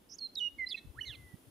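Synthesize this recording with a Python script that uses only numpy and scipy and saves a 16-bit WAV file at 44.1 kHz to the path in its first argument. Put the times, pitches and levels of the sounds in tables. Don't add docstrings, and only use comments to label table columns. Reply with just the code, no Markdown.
import numpy as np
import sys
import numpy as np
from scipy import signal
from scipy.fft import rfft, irfft, next_fast_len
from scipy.io import wavfile
from scipy.ndimage import map_coordinates

SR = 44100
rng = np.random.default_rng(int(sys.argv[2]) if len(sys.argv) > 2 else 0)


def digitize_waveform(pressure):
    field = np.atleast_2d(pressure).T
    bounded = np.clip(field, -1, 1)
    quanta = np.round(bounded * 32767).astype(np.int16)
    wavfile.write(sys.argv[1], SR, quanta)


N = 66150

# (frequency [Hz], relative density [dB])
RUMBLE_SPECTRUM = [(15, -57.5), (25, -3.5), (143, -2.5), (281, 2), (629, -8.5), (1020, -13), (2410, -19.5),
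                   (2910, -17.5), (3330, -16.5), (4130, -22.5), (4720, -22.5), (10900, -28.5),
                   (15400, -23.5)]
HISS_SPECTRUM = [(8000, -11), (9500, -0.5), (11200, -1), (12800, -8.5), (15500, -14.5)]
# (frequency [Hz], correlation [1])
AIR_CORRELATION = [(60, 0.68), (300, 0.87), (650, 0.039), (2000, 0.043), (12000, 0.57)]
# (time [s], hiss level [dB])
HISS_LEVEL = [(0, -77.5), (.85, -74), (1.15, -68.5), (1.5, -70.5)]

# (time [s], pitch [Hz], level [dB], pitch swing [Hz])
TRILL = [(.089, 5050, -70, 250), (.099, 5470, -58, 350), (.112, 5890, -58, 350), (.122, 5520, -49.5, 480),
         (.132, 5670, -52, 480), (.141, 6100, -50, 350), (.15, 6450, -55.5, 300), (.16, 6800, -54.5, 200)]
BUZZ = [(.684, 5150, -60, 40), (.69, 5030, -47, 110), (.702, 4760, -46.5, 380), (.711, 4200, -41.5, 380),
        (.718, 3800, -38, 230), (.725, 3470, -38.5, 60), (.732, 3400, -36.5, 20), (.737, 3280, -49, 20)]
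# (start [s], length [s], first pitch [Hz], last pitch [Hz], level [dB], attack [s],
# release [s])
CHIPS = [(.182, .017, 7200, 4480, -46.5, .008, .005), (.351, .013, 7000, 3850, -39, .009, .005)]
# (start [s], length [s], first pitch [Hz], last pitch [Hz], glide exponent [1], level [dB],
# attack [s], release [s], second harmonic at the source [dB], onset push [1])
WHISTLES = [(.198, 0.081, 4268, 3970, 4.2, -40, 0.032, 0.023, -28.5, 0.31),
            (.363, 0.036, 3828, 3320, 4, -36.5, 0.015, 0.0074, -18.5, 0),
            (.395, .098, 2922, 2825, 2.3, -34.4, .023, .021, -33.5, 1),
            (.581, 0.074, 2145, 1969, 0.98, -37, 0.024, 0.014, -33.5, 0.79),
            (.661, .022, 3990, 4100, 2, -38.5, .015, .009, -31, .4),
            (.742, .018, 2615, 2600, 1, -38, .004, .007, -39, .2),
            (1.007, 0.019, 2933, 2980, 1.6, -37.5, 0.0078, 0.0078, -46, .7),
            (1.018, 0.031, 3005, 2915, 0.41, -46.5, 0.021, 0.0011, -22.5, .6)]
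FAR_WHISTLES = [(.986, 0.04, 4100, 4320, 1, -65.5, 0.016, 0.0051, -45, .5),
                (1.1, .265, 2121, 1925, 1.12, -64.5, 0.026, 0.043, -45, 0.8)]
# (time [s], lower pitch [Hz], upper pitch [Hz], level [dB])
CHURR = [(.763, 2080, 2120, -59), (.773, 1890, 2190, -53), (.779, 1872, 2200, -48), (.788, 1866, 2195, -50),
         (.799, 1800, 2170, -61)]
# (multiple of lower [1], multiple of upper [1], gain [dB])
CHURR_TONES = [(1, 0, -12), (0, 1, -10), (-1, 2, -17), (3, -1, -11), (2, 0, -6), (1, 1, 0), (2, 1, -23),
               (2, 2, -25)]
# (time [s], pitch [Hz], source level [dB])
SLUR = [(.944, 800, -67.5), (.97, 1271, -64), (.979, 1400, -52.5), (.983, 1570, -55.5), (.991, 1777, -39),
        (.998, 1934, -50.5), (1.005, 2180, -38)]
RASP_UPPER = [(1.05, 2276, -43), (1.057, 2148, -44.5), (1.078, 2100, -42), (1.09, 1998, -45.5),
              (1.1, 1835, -47), (1.111, 1679, -45), (1.124, 1577, -63), (1.14, 1416, -50.5),
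              (1.163, 995, -56)]
RASP_LOWER = [(1.063, 1965, -52), (1.069, 1963, -55), (1.078, 1947, -47.5), (1.09, 1847, -46.5),
              (1.1, 1717, -48.5), (1.111, 1600, -51.5), (1.135, 1320, -54), (1.149, 1210, -50.5),
              (1.163, 886, -56)]

TRILL_HARMONICS = [0.5, -39]
CHIP_HARMONICS = [0, -22, -31]
BUZZ_HARMONICS = [0, -24, -39]
SLUR_HARMONICS = [-1, -37]
UPPER_HARMONICS, LOWER_HARMONICS = [-4.5, -9, -10, -21], [-23, -4.5, -12.5, -6.5]
# (frequency [Hz], gain [dB])
BEAK = [(4200, -6), (6000, 2), (7800, -12.5), (9200, 1), (10800, 9.5), (11800, -2), (13000, -8)]
THROAT = [(1000, -24), (1700, -8.5), (2200, -6.5), (2900, 6.5), (4150, 3), (4900, -23), (6400, -14),
          (8500, -33)]
GROUND = [(1500, 9.5), (3000, 3), (6000, 4), (10000, -0.5)]
# (frequency [Hz], left minus right [dB])
BIRD_PAN = [(1200, -8), (2050, -8), (2800, -11.5), (3700, -6), (6000, -7.5)]
# (peak time [s], half length [s], centre [Hz], level [dB], left minus right [dB])
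PUFFS = [(0.563, 0.16, 67.4, -68, 13), (0.579, 0.0034, 296, -57, 0), (0.854, 0.004, 124, -50.5, -13),
         (0.888, 0.014, 75.3, -48.5, 15), (0.987, 0.021, 86.3, -54, 8), (1.101, 0.02, 81.5, -50.5, 9),
         (1.222, 0.044, 84.6, -55.5, 6), (1.348, 0.0069, 131.3, -46, -13.5),
         (1.479, 0.0079, 101, -57.5, 14)]

ROUGH_JITTER, ROUGH_HZ = .012, 900


def amp(db):
    return 10 ** (np.asarray(db) / 20)


def along(points, hz):
    freqs, values = np.transpose(points)
    return np.interp(np.log(np.abs(hz) + 1), np.log(freqs + 1), values)


def clock():
    return np.arange(N) / SR


def curves(rows):
    times, *columns = np.transpose(rows)
    return [np.interp(clock(), times, column) for column in columns]


def gate(start, end, attack=.002, release=.002):
    rise = np.clip((clock() - start) / attack, 0, 1)
    fall = np.clip((end - clock()) / release, 0, 1)
    return (np.sin(np.pi / 2 * rise) * np.sin(np.pi / 2 * fall)) ** 1.5


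def wobble(rate_hz):
    return map_coordinates(rng.standard_normal(int(N * rate_hz / SR) + 4), [clock() * rate_hz])


def filtered(x, response):
    size = next_fast_len(N + SR // 2)
    return irfft(rfft(x, size) * response(np.fft.rfftfreq(size, 1 / SR)), size)[..., :N]


def sides(pan_db):
    ratio = amp(np.atleast_1d(pan_db))
    return 2 * np.array([ratio, np.ones_like(ratio)]) / (1 + ratio)


def rush(spectrum):
    def response(hz):
        angle = np.arccos(along(AIR_CORRELATION, hz)) / 2
        return amp(along(spectrum, hz)) * [np.cos(angle), np.sin(angle)]
    mid, side = filtered(rng.standard_normal((2, N)), response)
    noise = np.array([mid + side, mid - side])
    return noise / np.sqrt(np.mean(noise ** 2))


def air():
    hiss_db, = curves(HISS_LEVEL)
    rumble_db = -63.5 + .23 * (hiss_db - hiss_db.mean())
    return amp(rumble_db) * rush(RUMBLE_SPECTRUM) + amp(hiss_db) * rush(HISS_SPECTRUM)


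def roughen(hz, jitter=ROUGH_JITTER):
    return hz * (1 + jitter * wobble(ROUGH_HZ))


def running_phase(hz):
    return 2 * np.pi * np.cumsum(hz * (1 + .0035 * wobble(140))) / SR


def syrinx(hz, harmonics_db, throat=None, brightness=1):
    phase = running_phase(hz)
    tone = np.zeros(N)
    for k, db in enumerate(harmonics_db, 1):
        if throat:
            colour = amp(along(throat, k * hz))
        else:
            colour = 1 if k == 1 else brightness * amp(along(BEAK, k * hz))
        flicker_db = 1.7 * min(k - 1, 2) * wobble(450)
        tone += amp(db + flicker_db) * colour * (k * hz < SR / 2) * np.sin(k * phase)
    shimmer_db = .45 * wobble(120)
    return np.sqrt(2) * tone * amp(shimmer_db)


def buzz(rows, harmonics_db, flutter_hz, depth):
    hz, db, swing_hz = curves(rows)
    start, end = rows[0][0], rows[-1][0]
    flutter = np.sin(2 * np.pi * flutter_hz * (clock() - start) + .2 * wobble(130))
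    pulsing = 1 - depth * flutter * swing_hz / swing_hz.max()
    return gate(start, end) * amp(db) * pulsing * syrinx(roughen(hz) + swing_hz * flutter, harmonics_db)


def ground_echo(x, t60_s=.41, build_s=.03):
    envelope = amp(-60 * clock() / t60_s) * np.clip(clock() / build_s, 0, 1)
    mid, side = rng.standard_normal((2, N)) * envelope
    tail = np.array([mid + .51 * side, mid - .51 * side])
    wet = signal.fftconvolve(x[None], tail / np.linalg.norm(tail[0]), axes=1)[:, :N]
    return amp(-23.5) * sides(-.49) * filtered(wet, lambda hz: amp(along(GROUND, hz)))


def chips(glide_s=.0115):
    out = np.zeros(N)
    for start, length, first_hz, last_hz, db, attack, release in CHIPS:
        hz = last_hz + (first_hz - last_hz) * np.clip(1 - (clock() - start) / glide_s, 0, 1) ** 2
        envelope = amp(db) * gate(start, start + length, attack, release)
        out += envelope * syrinx(roughen(hz), CHIP_HARMONICS)
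    return out


def whistles(notes, settle_s=.007, tuning_s=.015):
    out = np.zeros(N)
    for start, length, first_hz, last_hz, bend, db, attack, release, second_db, push in notes:
        age = np.clip(clock() - start, 0, length)
        glide_hz = first_hz + (last_hz - first_hz) * (age / length) ** bend
        hz = glide_hz * (1 + push * .06 * np.exp(-age / settle_s))
        brightness = amp(push * 20.5 * np.exp(-(age / tuning_s) ** 2))
        envelope = amp(db) * gate(start, start + length, attack, release)
        out += envelope * syrinx(hz, [0, second_db, second_db - 14.5], brightness=brightness)
    return out


def wind_puffs(width_octaves=.44):
    out = np.zeros((2, N))
    for time, half_length, centre_hz, db, pan_db in PUFFS:
        swell = np.exp(-.5 * ((clock() - time) / half_length) ** 2)
        band = lambda hz: np.exp(-.5 * (np.log2((hz + 1) / centre_hz) / width_octaves) ** 2)
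        burst = swell * filtered(rng.standard_normal(N), band)
        out += amp(db) * sides(pan_db) * burst * np.linalg.norm(swell) / np.linalg.norm(burst)
    return out


def churr():
    lower_hz, upper_hz, db = curves(CHURR)
    lower, upper = (running_phase(roughen(hz)) for hz in (lower_hz, upper_hz))
    tone = sum(amp(gain_db) * np.cos(j * lower + k * upper) for j, k, gain_db in CHURR_TONES)
    return np.sqrt(2) * gate(CHURR[0][0], CHURR[-1][0]) * amp(db) * tone


def slur(rows, harmonics_db, throat=None, jitter=0):
    hz, db = curves(rows)
    envelope = gate(rows[0][0], rows[-1][0], release=.0069) * amp(db)
    return envelope * syrinx(roughen(hz, jitter), harmonics_db, throat)


def rasp():
    jitter = np.interp(clock(), [RASP_UPPER[0][0], RASP_UPPER[-1][0]], [.008, .032])
    upper = slur(RASP_UPPER, UPPER_HARMONICS, THROAT, jitter)
    lower = slur(RASP_LOWER, LOWER_HARMONICS, THROAT, jitter)
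    return upper + lower


def scene():
    near = buzz(TRILL, TRILL_HARMONICS, flutter_hz=222, depth=.45)
    near += chips() + whistles(WHISTLES)
    near += buzz(BUZZ, BUZZ_HARMONICS, flutter_hz=208, depth=.6)
    near += churr() + slur(SLUR, SLUR_HARMONICS) + rasp()
    far = whistles(FAR_WHISTLES)
    direct = filtered(near, lambda hz: sides(along(BIRD_PAN, hz))) + sides(pan_db=-4.5) * far
    return direct + ground_echo(near + far) + wind_puffs() + air()


def record(dry):
    return filtered(dry, lambda hz: hz < 15600)


dry = scene()
out = record(dry)
digitize_waveform(out)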